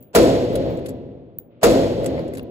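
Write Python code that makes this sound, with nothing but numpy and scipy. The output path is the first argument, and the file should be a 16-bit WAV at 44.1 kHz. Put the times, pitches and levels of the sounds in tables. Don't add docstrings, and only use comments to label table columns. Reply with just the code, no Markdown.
import sys
import numpy as np
from scipy import signal
from scipy.fft import rfft, irfft, next_fast_len
from scipy.io import wavfile
from scipy.ndimage import uniform_filter1d

SR = 44100
rng = np.random.default_rng(int(sys.argv[2]) if len(sys.argv) > 2 else 0)


def unload_audio(sound):
    columns = np.transpose(np.atleast_2d(sound))
    steps = np.round(np.clip(columns, -1, 1) * 32767)
    wavfile.write(sys.argv[1], SR, steps.astype(np.int16))


def gain_from_db(level_db):
    decades = np.asarray(level_db, float) / 20
    return 10 ** decades


N = 110250
BOOM_EDGE_HZ = 865
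LEFT_LAG_S = 9.63 / SR


def at_hz(points, hz):
    points = np.array(points)
    return np.interp(np.log(hz), np.log(points[:, 0]), points[:, 1])


def rms_one(x):
    return x / np.sqrt(np.mean(x ** 2) + 1e-20)


BAND_EDGES = 35 * 2 ** np.arange(0, 9.1, 1 / 3)


def bands(size):
    white = rng.standard_normal((2, 2, size))
    hump_edge = signal.butter(6, BOOM_EDGE_HZ, fs=SR, output="sos")
    for k, (lo, hi) in enumerate(zip(BAND_EDGES, BAND_EDGES[1:])):
        sos = signal.butter(2, [lo, hi], "band", fs=SR, output="sos")
        if lo < BOOM_EDGE_HZ:
            sos = np.vstack([sos, hump_edge])
        yield np.sqrt(lo * hi), signal.sosfilt(sos, white[k % 2])


def ring(clicks, hz, t60):
    r = gain_from_db(-60 / (t60 * SR))
    w = 2 * np.pi * hz / SR
    return signal.lfilter([0, np.sin(w)], [1, -2 * r * np.cos(w), r * r], clicks + 1e-18)


def peak(x, hz, q):
    return signal.lfilter(*signal.iirpeak(hz, q, fs=SR), x)


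def place(out, sound, s):
    i = int(round(s * SR))
    a, b = max(i, 0), min(i + sound.shape[1], N)
    return out + np.pad(sound[:, a - i:b - i], ((0, 0), (a, N - b)))


# [t/s, level/dB, spread ahead t/s, spread level/dB]
SHOT_TIMES = [
    (-1.413, -6.5, .02, 0),
    (0.150, -9.5, 0.018, -1.5),
    (1.6312, -10.5, .0175, 1.5),
]
SHOT_SAME = 0.84
PULSE_S = 0.000086
FIRST_S = .003


def shots():
    lead_s = .03
    t = np.arange(int(1.6 * SR)) / SR - lead_s
    common, own = hall_answer(t), hall_answer(t)
    pulse = np.where((t >= 0) & (t < PULSE_S), 1 - 2 * t / PULSE_S, 0)
    fade = np.clip((t[-1] - t) / 0.08, 0, 1)
    out = np.zeros((2, N))
    for k, (s, db, ahead_s, ahead_db) in enumerate(SHOT_TIMES):
        blast = np.sqrt((1 + SHOT_SAME) / 2) * common + .5 * pulse
        blast = blast + (-1) ** k * np.sqrt((1 - SHOT_SAME) / 2) * own
        ahead = np.where(t < -FIRST_S, gain_from_db(ahead_db) * (t > -ahead_s), 1)
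        out = place(out, gain_from_db(db) * blast * fade * ahead, s - lead_s)
    return out


# [t/s after the shot, level/dB]
FIRST_ECHOES = [
    (-.003, -3),
    (0, 1),
    (.003, 0),
    (.0075, 1),
    (0.0116, 6),
    (0.017, -13),
    (0.023, -9),
    (.035, -16),
]
ECHO_T60_S = 0.023
WALLS_DB, WALLS_T60_S = -10.5, 0.59
CRACK_AHEAD_DB = -2.5


def crack_shape(t):
    echoes = sum(gain_from_db(db - 60 * np.maximum(t - s, 0) / ECHO_T60_S) * (t >= s) for s, db in FIRST_ECHOES)
    walls = gain_from_db(WALLS_DB - 60 * np.maximum(t, 0) / WALLS_T60_S)
    return echoes + np.where(t < -FIRST_S, gain_from_db(CRACK_AHEAD_DB), walls)


def spread_ahead(t, hz):
    reach_s = .022 if hz < 8000 else .008
    db, db_per_s = (-9.5, 1101.5) if hz < BOOM_EDGE_HZ else (-10, 800)
    rise = gain_from_db(db * np.where(t > -FIRST_S, 1, 1.5) + db_per_s * t)
    return np.where(t < 0, rise * (t > -reach_s), 1)


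# [f/Hz, level/dB per Hz]
HALL_COLOUR = [(35, -29.5), (60, -15.5), (400, -4.5), (700, -8.5), (900, -28), (3000, -31.5), (8000, -40),
               (16000, -55.5)]
# [f/Hz, t60/s]
HALL_DECAY = [(50, 1.5), (130, 2.89), (350, 1.953), (900, 1.527), (3000, 1.452), (5000, 1.104),
              (9000, 0.92), (15000, 1.4)]
# [f/Hz, width/Hz, level/dB]
BOOM_MODES = [(60, 16.8, 9), (123.3, 13, -1.5), (263.3, 17, 3), (337.5, 16, 1), (392.7, 9.5, -6.5),
              (483, 26, 6), (561.6, 45, 1.5), (679, 45, -7.5), (852, 41, -4.5), (983, 73, 5.5),
              (2000, 30, -2.5), (2450, 8.9, -9), (4147, 1400, 0.5)]
# [f/Hz, level/dB per Hz]
CRACK_COLOUR = [(300, -19), (690, 2), (1700, -12.5), (4000, -23.5), (9000, -17), (16000, -18.5)]
# [f/Hz, width/Hz]
BOOTH_PANELS = [(1200, 120), (1900, 120), (2600, 170), (3500, 190), (4800, 300), (7250, 300)]
# [t/s after the shot, level/dB]
RECORDER_DUCK = [(0, 0), (.1, -2.5), (.2, -3), (.34, -4.5), (.42, -1), (.56, 2.5), (.65, 0), (.9, -1),
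                 (1.5, -4.5)]
PANELS_DB, CRACK_DB = -6, -5
BUILD_S_AT_100HZ = 0.025
CRACK_FILL = .3
BURST_DB, BURST_S = 4.5, .006


def hall_answer(t):
    tail = crack = 0
    after = np.maximum(t, 0)
    for hz, noise in bands(len(t)):
        noise = noise * spread_ahead(t, hz)
        fill = 1 - 0.68 * np.exp(-after * hz / 100 / BUILD_S_AT_100HZ)
        decay_db = 60 * (after - .1) / at_hz(HALL_DECAY, hz)
        tail = tail + noise * fill * gain_from_db(at_hz(HALL_COLOUR, hz) - decay_db)
        bursts = rms_one(uniform_filter1d(rng.standard_normal(len(t)), size=int(BURST_S * SR)))
        crack = crack + gain_from_db(BURST_DB * bursts) * noise * fill ** CRACK_FILL * gain_from_db(at_hz(CRACK_COLOUR, hz))
    for hz, width, db in BOOM_MODES:
        r = np.exp(-np.pi * width / SR)
        poles = [1, -2 * r * np.cos(2 * np.pi * hz / SR), r * r]
        tail = tail + gain_from_db(db) * signal.lfilter([(1 - r * r) / 2, 0, (r * r - 1) / 2], poles, tail)
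    crack = crack + gain_from_db(PANELS_DB) * sum(peak(crack, hz, hz / width) for hz, width in BOOTH_PANELS)
    early = (t > .05) & (t < .15)
    answer = tail / np.std(tail[:, early]) + gain_from_db(CRACK_DB) * crack_shape(t) * rms_one(crack)
    return answer * gain_from_db(np.interp(t, *np.transpose(RECORDER_DUCK)))


# [t/s, peak level/dB, rattle length t/s, brightness tilt/dB, f/Hz of the part that rings most]
LEVER_CONTACTS = [(0.024, -50, .003, 1.5, 7260), (0.528, -41, 0.0035, -6, 11000),
                  (0.5548, -21, 0.0047, 0, 3830), (0.64, -53, 0.0013, -9, 2050),
                  (0.708, -49, 0.0015, -6, 4500), (0.772, -42, 0.0028, 0, 7400),
                  (0.791, -45, .004, -4, 2700), (0.851, -57, .003, -2, 11100),
                  (0.8582, -31, 0.006, 0.5, 3450), (0.864, -34, .004, 0, 7900),
                  (0.884, -32, 0.005, -3, 7440), (0.89, -35, .004, 0, 11700), (0.898, -37, 0.005, -6, 7900),
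                  (2.035, -41, .004, -3, 11000), (2.043, -33.5, 0.0051, -4, 7400),
                  (2.06, -19, 0.0041, -3, 8040), (2.178, -48, 0.0011, -14, 2050),
                  (2.193, -36.5, 0.00083, -11, 4530), (2.268, -54, 0.0023, -4, 11700),
                  (2.278, -40, 0.004, -6, 8000), (2.286, -52, 0.0028, -6, 11100),
                  (2.335, -34.5, 0.0069, -2.5, 11700), (2.351, -31.5, 0.0033, -4.5, 8100),
                  (2.3707, -32, 0.006, 0, 3880), (2.38, -35, .005, -3, 11700), (2.394, -34, .002, -8, 2700)]
# [f/Hz, level/dB, t60/s]
STEEL_MODES = [(1620, -21, 0.0041), (2050, 2, 0.013), (2700, 0.5, 0.0087), (3450, -3.5, 0.014),
               (3950, -6, 0.011), (4540, 1.5, 0.009), (6700, -10, .012), (7550, -6.5, 0.013),
               (8200, 3.5, 0.009), (10030, 11, 0.0064), (11040, -4.5, 0.015), (11700, -7.5, 0.0072),
               (12400, -8, .012), (15100, 0, .015)]
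STEEL_DB, TOUCHES_PER_S = -16.5, 1000
SNAP_DB, SNAP_T60_S = -9, .085
CONTACT_S = 0.0026
FAVOUR_DB, FAVOUR_OCTAVES = 10, .2


def lever():
    out = np.zeros((2, N))
    t = np.arange(int(.12 * SR)) / SR
    for s, db, length, tilt_db, part_hz in LEVER_CONTACTS:
        rattle = gain_from_db(-26 * t / max(length, .001) / 3)
        touches = (rng.random(len(t)) < TOUCHES_PER_S / SR) * rng.standard_normal(len(t)) * rattle
        touches[20] = 0.73
        steel = 0
        for hz, mode_db, t60 in STEEL_MODES:
            luck_db = rng.normal(0, 2.5, (2, 1))
            favour_db = FAVOUR_DB * np.exp(-(np.log2(hz / part_hz) / FAVOUR_OCTAVES) ** 2)
            strength = gain_from_db(luck_db + mode_db + tilt_db * np.log2(hz / 6000) + favour_db)
            steel = steel + ring(touches * strength, hz, t60)
        snap_shape = np.minimum(t / CONTACT_S, 1) * (rattle + 0.29 * gain_from_db(-60 * t / SNAP_T60_S))
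        snap = rng.standard_normal((2, len(t))) * snap_shape
        edges = [1500 * 2 ** (tilt_db / 6), min(16000 * 2 ** (tilt_db / 8), 17000)]
        snap = signal.sosfilt(signal.butter(2, edges, "band", fs=SR, output="sos"), snap)
        snap = snap + 1.5 * peak(snap, part_hz, 5.0)
        out = place(out, gain_from_db(db) * (gain_from_db(STEEL_DB) * steel + gain_from_db(SNAP_DB) * snap), s)
    return out


# [t/s, ping level/dB, chime level/dB]
BRASS_HITS = [(.006, -51, -53), (.027, -39, -50.5), (.535, -48, -48), (.563, -45, -61), (.652, -58, -62),
              (.705, -36, -51.5), (.93, -70, -66), (1.3857, -8.5, -57), (1.398, -29, -56),
              (2.045, -42, -53), (2.065, -46, -62), (2.194, -50, -54), (2.4295, -32, -60),
              (2.498, -57, -56)]
# [f/Hz, level/dB, t60/s]
PING_MODES = [(15150, 0, .009), (16400, -24, .005), (14360, -16, .006), (13000, -21, .004),
              (12100, -21, .004), (10870, -30, .02), (7350, -46, .012)]
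# [f/Hz, level/dB, t60/s]
CHIME_MODES = [(15200, 0, .22), (15310, -3, .15), (15050, -7, .1), (15480, -10, .1), (10860, -19, .3),
               (10930, -26, .12)]
SPLASH_DB, SPLASH_T60_S = -49, .12
WOBBLE, WOBBLE_S = .5, .003


def brass():
    out = np.zeros((2, N))
    hit = np.zeros((2, int(.4 * SR)))
    hit[:, 0] = 1
    t = np.arange(hit.shape[1]) / SR
    ping = sum(gain_from_db(db) * ring(hit, hz, t60) for hz, db, t60 in PING_MODES)
    ping = ping * np.minimum(t / .0008, 1)
    for s, ping_db, chime_db in BRASS_HITS:
        chime = sum(gain_from_db(db + rng.normal(0, 3)) * ring(hit, hz, t60) for hz, db, t60 in CHIME_MODES)
        scatter = rng.standard_normal(hit.shape) * gain_from_db(SPLASH_DB - 60 * t / SPLASH_T60_S)
        splash = sum(gain_from_db(db) * ring(scatter, hz, .004) for hz, db, t60 in PING_MODES)
        wobble = rms_one(uniform_filter1d(rng.standard_normal(len(t)), size=int(WOBBLE_S * SR)))
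        case = gain_from_db(ping_db) * (ping + splash) + gain_from_db(chime_db) * chime * (1 + WOBBLE * wobble)
        out = place(out, case, s)
    return out


# [f/Hz, level/dB per Hz]
AIR_COLOUR = [(35, -23), (70, -10), (150, -6), (500, -2.5), (750, -12.5), (1000, -24.5), (3000, -42),
              (4000, -57.5)]
AIR_DB = -54
# [t/s, level/dB]
HISS_LEVEL = [(0, -73), (.14, -79.5), (1.37, -76.5), (1.39, -89.5), (1.49, -95), (1.51, -71.5), (2.5, -72)]


def background():
    air = rms_one(sum(noise * gain_from_db(at_hz(AIR_COLOUR, hz)) for hz, noise in bands(N) if hz < 4000))
    hiss_band = signal.butter(4, [900, 3500], "band", fs=SR, output="sos")
    hiss = rms_one(signal.sosfilt(hiss_band, rng.standard_normal((2, N))))
    hiss_db = np.interp(np.arange(N) / SR, *np.transpose(HISS_LEVEL))
    return gain_from_db(AIR_DB) * air + gain_from_db(hiss_db) * hiss


# [f/Hz, correlation]
PORT_LIKENESS = [(50, .75), (150, .82), (300, .88), (800, .9), (1300, .2), (3000, -.3), (6000, -.3),
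                 (7000, -.93), (9000, -.995)]
# [f/Hz, level/dB]
LEFT_COLOUR = [(60, 2.5), (300, 1), (700, .2), (1500, 1.3), (4000, .6), (7000, 0)]


def scene():
    size = next_fast_len(N + 64)
    a, b = rfft(shots() + lever() + brass() + background(), size)
    hz = np.arange(len(a)) * SR / size
    alike = np.clip(at_hz(PORT_LIKENESS, hz + 1), -1, 1)
    left = gain_from_db(at_hz(LEFT_COLOUR, hz + 1)) * a * np.exp(-2j * np.pi * hz * LEFT_LAG_S)
    right = alike * a + np.sqrt(1 - alike ** 2) * b
    return irfft(np.array([left, right]), size)[:, :N]


HOLE_FROM_HZ, HOLE_STEP_HZ, HOLE_HOLD = 6500, 260, 6
HOLE_SHARE, HOLE_RAGGED = .37, .4
HOLE_BELOW_DB, HOLE_GROWS_DB = -24, 5
TOP_HZ, TOP_OPEN_DB = 15950, -12


def treble_holes(x):
    sum_and_difference = np.array([x[0] + x[1], x[0] - x[1]]) / 2
    hz, _, cells = signal.stft(sum_and_difference, SR, nperseg=1024, noverlap=768)
    hz = np.round(hz / HOLE_STEP_HZ)[:, None] * HOLE_STEP_HZ
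    turn = np.pi * hz * LEFT_LAG_S
    frames = cells.shape[2]
    luck = rng.standard_normal((2, 24, frames // HOLE_HOLD + 1))
    luck = luck.repeat(HOLE_HOLD, axis=2)[:, :, :frames]
    luck = luck[:, (2 * turn[:, 0] / np.pi).astype(int)]
    power = uniform_filter1d(np.sum(np.abs(cells) ** 2, axis=0), size=3) + 1e-16
    treble_db = 10 * np.log10(np.sum(power * (hz > HOLE_FROM_HZ), axis=0) / np.sum(power, axis=0))
    open_by = np.clip((HOLE_BELOW_DB - treble_db) / HOLE_GROWS_DB, 0, 1)
    width = HOLE_SHARE * hz / 9000 * open_by * np.exp(HOLE_RAGGED * luck)
    weak = np.abs([np.sin(turn), np.cos(turn)]) < np.minimum(width, .8)
    hole = weak & (hz > HOLE_FROM_HZ)
    top = (hz > TOP_HZ) & (treble_db < TOP_OPEN_DB)
    pair = signal.istft(cells * ~(hole | top), SR, nperseg=1024, noverlap=768)[1][:, :N]
    return np.array([pair[0] + pair[1], pair[0] - pair[1]])


def low_pass(x):
    return signal.sosfilt(signal.butter(12, 16840, fs=SR, output="sos"), x)


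def record(dry):
    ceiling = .92
    rounded = ceiling * np.tanh(dry / ceiling)
    cut = signal.sosfilt(signal.cheby2(14, 85, 16750, fs=SR, output="sos"), rounded)
    return low_pass(treble_holes(cut))


dry = scene()
out = record(dry)
unload_audio(out)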